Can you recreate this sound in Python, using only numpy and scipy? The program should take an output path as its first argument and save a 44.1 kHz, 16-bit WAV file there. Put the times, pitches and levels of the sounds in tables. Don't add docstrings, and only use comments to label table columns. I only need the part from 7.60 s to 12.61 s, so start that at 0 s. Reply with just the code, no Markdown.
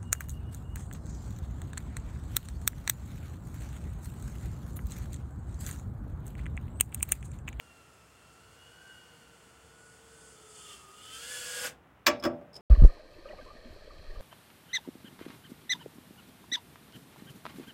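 import sys
import numpy as np
from scipy import signal
from scipy.fft import rfft, irfft, next_fast_len
from scipy.io import wavfile

SR = 44100
rng = np.random.default_rng(int(sys.argv[2]) if len(sys.argv) > 2 else 0)


def file_out(sig):
    cols = np.atleast_2d(sig).T
    lim = np.clip(cols, -1, 1)
    pcm = np.round(lim * 32767).astype(np.int16)
    wavfile.write(sys.argv[1], SR, pcm)


N = 220896
TIME = np.arange(N) / SR

# t/s, distance/m
DISTANCE = [(0, 7.9), (1.3, 6.6), (2.0, 7.6), (2.8, 5.33), (3.35, 3.59), (3.55, 1.3), (3.72, .85),
            (4.07, 0.62)]
# t/s, fastest rotor f/Hz, slowest rotor f/Hz, place of the steering rotor between (0-1)
SPEED = [(0, 1451, 1376, 0.52), (.4, 1369, 1287, 0.28), (.9, 1494, 1315, 0.54), (1.2, 1563, 1410, 0.44),
         (1.55, 1521, 1391, .65), (1.85, 1483, 1351, .7), (2.25, 1480, 1312, 0.91),
         (2.55, 1509, 1304, 0.69), (3.0, 1444, 1238, .42), (3.27, 1319, 1114, 0.55),
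         (3.45, 1477, 1256, .08), (3.58, 1590, 1297, 0.04), (3.7, 1723, 1445, 0.95),
         (3.9, 1662, 1436, 0.94), (4.07, 1645, 1470, .82)]
# t/s, turbulent share (0-1)
TURBULENCE = [(0, 0.15), (1.4, 0), (2.0, 0.52), (2.9, 0.99), (3.5, 0.27), (3.75, 0.27), (4.05, 0.46)]
ROTOR_NAMES = ("fastest", "steering", "unbalanced", "slowest")
# unbalance level/dB, blade tone level/dB, overtones level/dB (relative)
ROTOR_BALANCE = [(-2.5, 0.5, -7), (-15, 0.5, -5), (10.5, -4, -7.5), (4, 0, -11)]
UNBALANCED_SHARE = .26
HOVER_HZ, DB_PER_SPEED_OCTAVE = 1515, 9
CUSHION_S = 0.11
MOTORS_OFF_S, SPIN_DOWN_T60_S, BRAKE_T60_S = 4.072, .125, .05

# level/dB at 1 m and hover speed, dB per halving of distance,
# dB added in full turbulence, dB added on the full cushion
HUM_LAW = (-65, 3.4, 13.5, 15)
WHINE_LAW = (-52, 5, -2.5, 5.5)
BUZZ_LAW = (-54, 5.5, -2, 4)
SIZZLE_LAW = (-53, 7, 1, -5)
RASP_LAW = (-53.5, 6.5, 2.5, -4)
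HISS_LAW = (-50.5, 7, 7.5, -1)
RUSH_LAW = (-48.5, 6, -1.5, 5.5)
WASH_LAW = (-61, 12, -2.5, 9.5)
# t/s, length/s, rotor, level/dB
WHINE_SWELLS = [(.8, .24, "unbalanced", 9), (1.3, .28, "fastest", 14.5), (1.29, 0.3, "steering", 9),
                (2.27, 0.17, "steering", 12), (2.62, 0.23, "fastest", 7.5), (3.02, 0.33, "unbalanced", 15),
                (3.12, 0.15, "slowest", 9.5), (3.28, .12, "steering", 11.5), (3.5, .2, "steering", 7.5),
                (3.72, 0.11, "fastest", 4), (3.95, 0.13, "steering", 7.5), (4.05, .05, "slowest", 5.5)]
# t/s, length/s, rotor, level/dB
BUZZ_SWELLS = [(.1, .12, "steering", 8), (.66, 0.12, "steering", 2.5), (1.06, .16, "steering", 12.5),
               (1.35, 0.46, "unbalanced", 14), (3.1, 0.2, "fastest", 18), (3.52, 0.23, "fastest", 17.5),
               (3.77, 0.099, "steering", 7.5)]
# t/s, length/s, duct hiss level/dB, broad rush level/dB, blade rasp level/dB
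SURGES = [(2.25, 0.16, 4, -3, -4), (2.65, 0.2, 5, 0, -2), (2.99, 0.12, 8.5, 2, 7.5),
          (3.11, 0.13, 6.5, 9, 13), (3.47, 0.17, 0.5, 0, 12.5)]
# t/s, length/s, level/dB
PUFF = (4.046, 0.012, 10.7)

# f/Hz, level/dB
BUZZ = [(1900, -5), (2350, -31), (2700, 5.5), (3100, 0), (3450, -0.5), (3850, -33)]
# f/Hz, level/dB
SIZZLE = [(3700, -14), (4300, 5), (5200, 0.5), (5800, -12), (7300, -2), (9600, -2), (11000, -5),
          (13000, -26), (15500, -31)]
# f/Hz, level/dB per Hz
RASP = [(2300, -63), (2750, -1), (3080, 4), (3300, -1), (3550, 5), (3800, -31)]
# f/Hz, level/dB per Hz
HISS = [(3950, -38), (4400, -8), (5200, -8.5), (5700, -16), (6400, -6), (7200, -2.5), (7900, -2.5),
        (8600, -2.5), (9300, -6), (10000, -7.5), (10700, -13.5), (12000, -52)]
# f/Hz, level/dB per Hz
RUSH = [(150, -21), (400, -8), (850, -9), (1400, -1), (2400, 1), (3400, 4), (3850, -3), (4500, 0.5),
        (8300, -1), (10300, -10), (12300, -4.5), (13300, -12), (14800, -16), (15500, -9.5)]
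# f/Hz, level/dB per Hz
WASH_COLOUR = [(25, -60), (40, -38), (90, -16), (250, -9), (600, 5), (900, 1.5), (1500, 6.5), (3000, 4),
               (6000, -22), (12000, 1), (16000, -20)]
# delay at start/s, delay at end/s, level/dB
BOUNCES = [(.00094, 0.00076, -30.5), (.0024, .0037, -19), (.0061, .0094, -11)]

# t/s, then relative crack level/dB, frame ring level/dB, plank thud level/dB
CONTACTS = [(4.4623, -28, -63, -79), (4.4650, -23.5, -40, -43), (4.4667, -8, -25.5, -32.5),
            (4.4751, -19, -28.5, -26.5), (4.483, -27, -30.5, -37.5), (4.626, -41, -44, -39),
            (4.6380, -28.5, -36, -37), (4.6510, -29, -40.5, -23.5), (4.6600, -45.5, -44.5, -40.5),
            (4.8130, -78, -81, -52.5)]
# f/Hz, level/dB per Hz, t60/s
CRACK = [(151, -25, 0.14), (400, 5, 0.048), (875, 3, 0.067), (1140, 2.5, 0.033), (2170, 5.5, 0.079),
         (4000, 5.5, 0.03), (5200, 4.5, 0.048), (6240, -4.5, 0.11), (8500, -9.5, 0.047),
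         (11400, -18, 0.019), (14370, -5, 0.054)]
# f/Hz, level/dB, t60/s
FRAME = [(944, -10.5, 0.21), (1068, 0, 0.072), (1152, 1.5, 0.089), (1290, -7.5, .09), (1329, -4, 0.19),
         (1613, 1, 0.056), (1846, -26.5, 0.17), (2070, -13.5, 0.063), (2288, -12.5, 0.18),
         (2340, -11.5, 0.15), (3376, -6, 0.12), (4300, -15, 0.059), (4600, -17, 0.13), (5230, -2, 0.091),
         (6211, -22.5, 0.069), (14300, -19, .04)]
# f/Hz, level/dB, t60/s
PLANKS = [(162.4, -21, 0.82), (250, -8.5, 0.36), (284, -6.5, 0.17), (303, -4, 0.11), (337, -3, 0.27),
          (384, -13.5, 0.19), (581.8, -6.5, 0.44), (603, -5, 0.22), (661, -9, 0.29)]
# f/Hz, level/dB per Hz, t60/s
BOOM = [(59.3, -5, 0.25), (170, -18.5, 0.89), (307, 5, 0.24), (446, -14.5, 0.48), (630, 1, 0.49),
        (865, -13, 0.26), (1350, 2.5, 0.077), (2230, -12.5, .1), (5950, -51, .05)]

# t/s, relative level/dB
SHORT_RINGS = [(3.994, -35), (4.051, -35), (4.598, -46), (4.638, -32.5), (4.654, -36.5), (4.664, -40),
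               (4.931, -52), (4.941, -46.5), (4.954, -42), (4.9632, -38)]
# f/Hz, level/dB, t60/s
RING_MODES = [(4900, -5, .035), (5040, -6, .045), (5150, -4, .055), (5350, -5, .045)]
# f/Hz, level/dB per Hz, t60/s
SNAP = [(60, -11, .3), (120, 5.5, 0.69), (770, 5.5, 0.68), (1300, -16, .1), (3660, 5, 0.055),
        (5200, -0.5, 0.029), (6400, 1, 0.056), (8240, 0.5, 0.066), (15100, -11, 0.034)]

SHELTER_T60_S, SHELTER_DB = 0.22, -18.5
# f/Hz, level/dB per Hz
PARK = [(25, -29), (42, -28.5), (60, 5.5), (90, 0.5), (160, 0), (220, -4.5), (300, -5.5), (700, -7),
        (1400, -9), (2800, -18), (4500, -32.5), (9000, -35.5), (16000, -35)]
PARK_DB = -60.5
CUTOFF_HZ = 15900


def drone():
    speeds = rotor_speeds()
    turbulent = np.clip(in_time(TURBULENCE)[0], 0, 1)
    levels = loudness(speeds, turbulent)
    rotors = [rotor(hz, wobble=.004, flutter_db=2.5, between_db=-11.0) for hz in speeds]
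    shafts, blades, overtones, pulsing = zip(*rotors)
    tones = rotor_tones(shafts, blades, overtones, levels, turbulent)
    air = torn_air(pulsing, levels, turbulent)
    wash = from_db(levels["wash"]) * noise(WASH_COLOUR)
    since_cut = np.maximum(TIME - MOTORS_OFF_S, 0)
    braked = from_db(-60 * since_cut / BRAKE_T60_S)
    settling = from_db(-60 * since_cut / SPIN_DOWN_T60_S)
    return tones * braked + bounced(air + wash) * settling


def rotor_tones(shafts, blades, overtones, levels, turbulent):
    unbalance_db, blade_db, overtone_db = np.transpose(ROTOR_BALANCE)
    hum = together(shafts, unbalance_db) * from_db(levels["hum"])
    whine = together(blades, blade_db, rotor_swells(WHINE_SWELLS)) * from_db(levels["whine"])
    low_overtones = [coloured(x, BUZZ) for x in overtones]
    buzz = together(low_overtones, overtone_db, rotor_swells(BUZZ_SWELLS)) * from_db(levels["buzz"])
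    sizzle = coloured(together(overtones, overtone_db), SIZZLE) * from_db(levels["sizzle"])
    return hum + whine + np.sqrt(1 - turbulent) * (buzz + sizzle)


def torn_air(pulsing, levels, turbulent, chop=0.13):
    rasp = np.sqrt(turbulent) * noise(RASP) * from_db(levels["rasp"])
    hiss = noise(HISS) * from_db(levels["hiss"] + 1.0 * drift(23))
    rush = noise(RUSH) * from_db(levels["rush"])
    return (rasp + hiss + rush) * rms_one(1 + chop * sum(pulsing))


def rotor(blade_hz, wobble, flutter_db, between_db, count=33, size=2048):
    shaft_hz = blade_hz / 3 * (1 + wobble * drift(25))
    turns = np.cumsum(shaft_hz) / SR + rng.random()
    orders = np.arange(count + 1)
    strengths = np.where(orders % 3, from_db(between_db), 1) * (orders > 3)
    phases = np.exp(2j * np.pi * rng.random(count + 1))
    cycle = irfft(strengths * phases, size)
    overtones = cycle[(turns * size).astype(int) % size]
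    hum = np.sin(2 * np.pi * turns)
    pulsing = np.sin(6 * np.pi * turns)
    flutter = from_db(flutter_db * drift(33))
    return hum * flutter, pulsing * flutter, overtones * flutter, pulsing


def rotor_speeds():
    fastest, slowest, steering = in_time(SPEED)
    spread = fastest - slowest
    return np.array([fastest, slowest + steering * spread, slowest + UNBALANCED_SHARE * spread, slowest])


def loudness(speeds, turbulent):
    halvings = -np.log2(np.maximum(in_time(DISTANCE)[0], 1e-2))
    effort_db = DB_PER_SPEED_OCTAVE * np.log2(speeds.mean(axis=0) / HOVER_HZ)
    cushion = np.exp(np.minimum(TIME - MOTORS_OFF_S, 0) / CUSHION_S)
    laws = dict(hum=HUM_LAW, whine=WHINE_LAW, buzz=BUZZ_LAW, sizzle=SIZZLE_LAW,
                rasp=RASP_LAW, hiss=HISS_LAW, rush=RUSH_LAW, wash=WASH_LAW)
    levels = {}
    for voice, (base_db, near_db, turbulent_db, cushion_db) in laws.items():
        place_db = near_db * halvings + cushion_db * cushion
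        levels[voice] = base_db + effort_db + place_db + turbulent_db * turbulent
    hiss_surge, rush_surge, rasp_surge = swells(SURGES)
    levels["hiss"] += hiss_surge
    levels["rush"] += rush_surge
    levels["rasp"] += rasp_surge
    levels["wash"] += swells([PUFF])[0]
    return levels


def bounced(x):
    out, power = x.copy(), 1
    for first_s, last_s, level_db in BOUNCES:
        delay = np.linspace(first_s, last_s, N)
        out += from_db(level_db) * np.interp(TIME - delay, TIME, x)
        power += from_db(level_db) ** 2
    return out / np.sqrt(power)


def landing(crack_trim_db=-8.0, boom_db=-6.0):
    s, crack_db, frame_db, thud_db = np.transpose(CONTACTS)
    plastic = clatter(s, crack_db + crack_trim_db, CRACK) + struck(s, frame_db, FRAME)
    wood = clatter(s, thud_db + boom_db, BOOM) + struck(s, thud_db, PLANKS)
    return plastic + wood


def short_rings(snap_db=-14.0):
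    s, level_db = np.transpose(SHORT_RINGS)
    return struck(s, level_db, RING_MODES) + clatter(s, level_db + snap_db, SNAP)


def shelter(x, dull_hz=3000):
    t = TIME[:SR // 2]
    decay = from_db(-60 * t / SHELTER_T60_S)
    scatter = rng.standard_normal(len(t)) * decay * (t > .008)
    scatter = signal.sosfilt(signal.butter(2, dull_hz, fs=SR, output="sos"), scatter)
    return signal.fftconvolve(x, scatter / np.linalg.norm(scatter))[:N]


def park():
    return from_db(PARK_DB) * noise(PARK)


def struck(times, levels_db, modes):
    out = np.zeros(N)
    for k, (hz, mode_db, t60) in enumerate(modes):
        r, w = from_db(-60 / (t60 * SR)), 2 * np.pi * hz / SR
        blows = clicks(times, levels_db + mode_db + rng.standard_normal(len(times)))
        ring = signal.lfilter([0, np.sin(w)], [1, -2 * r * np.cos(w), r * r], blows + 1e-18)
        out += (-1) ** k * ring
    return out


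def clatter(times, levels_db, colour):
    edges = np.geomspace(55, 16000, 24)
    start = int(min(times) * SR)
    blows = clicks(times, levels_db)[start:]
    out, power = np.zeros(N), 0
    for low, high in zip(edges, edges[1:]):
        hz = np.sqrt(low * high)
        band_filter = signal.butter(2, [low, high], "band", fs=SR, output="sos")
        band = signal.sosfilt(band_filter, rng.standard_normal(N - start))
        band *= from_db(at_hz(colour, hz))
        r = from_db(-60 / (at_hz(colour, hz, axis=2) * SR))
        out[start:] += band * signal.lfilter([1], [1, -r], blows + 1e-18)
        power += np.var(band)
    return out / np.sqrt(power)


def clicks(times, levels_db):
    out = np.zeros(N)
    samples = np.round(np.asarray(times) * SR).astype(int)
    out[np.clip(samples, 0, N - 1)] = from_db(levels_db)
    return out


def together(voices, levels_db, swell_db=0):
    shares = from_db(levels_db) / np.linalg.norm(from_db(levels_db))
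    return shares @ (np.array([rms_one(voice) for voice in voices]) * from_db(swell_db))


def swell(s, length_s):
    return .5 ** ((2 * (TIME - s) / length_s) ** 2)


def swells(rows):
    return sum(np.outer(levels_db, swell(s, length_s)) for s, length_s, *levels_db in rows)


def rotor_swells(rows):
    out = np.zeros((len(ROTOR_NAMES), N))
    for s, length_s, name, level_db in rows:
        out[ROTOR_NAMES.index(name)] += level_db * swell(s, length_s)
    return out


def drift(rate):
    r = np.exp(-80 * np.pi * rate / SR)
    steps = rng.standard_normal(N // 40 + 2002)
    slow = signal.lfilter([1], [1, -2 * r, r * r], steps)[2000:]
    return np.interp(np.arange(N) / 40, np.arange(len(slow)), rms_one(slow))


def noise(spectrum):
    return coloured(rng.standard_normal(N), spectrum)


def coloured(x, spectrum):
    size = next_fast_len(N, real=True)
    hz = np.arange(size // 2 + 1) * SR / size
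    return rms_one(irfft(rfft(x, size) * from_db(at_hz(spectrum, hz)), size)[:N])


def at_hz(points, hz, axis=1):
    points = np.array(points)
    return np.interp(np.log(hz + 1e-9), np.log(points[:, 0]), points[:, axis])


def in_time(rows):
    s, *columns = np.transpose(rows)
    return [np.interp(TIME, s, c) for c in columns]


def from_db(db):
    return 10 ** (np.asarray(db) / 20)


def rms_one(x):
    return x / np.sqrt(np.mean(x ** 2) + 1e-20)


def scene():
    near = drone() + landing() + short_rings()
    return (near + from_db(SHELTER_DB) * shelter(near) + park())[None]


def record(dry):
    return signal.sosfilt(signal.ellip(12, .1, 80, CUTOFF_HZ, fs=SR, output="sos"), dry)


dry = scene()
out = record(dry)
file_out(out)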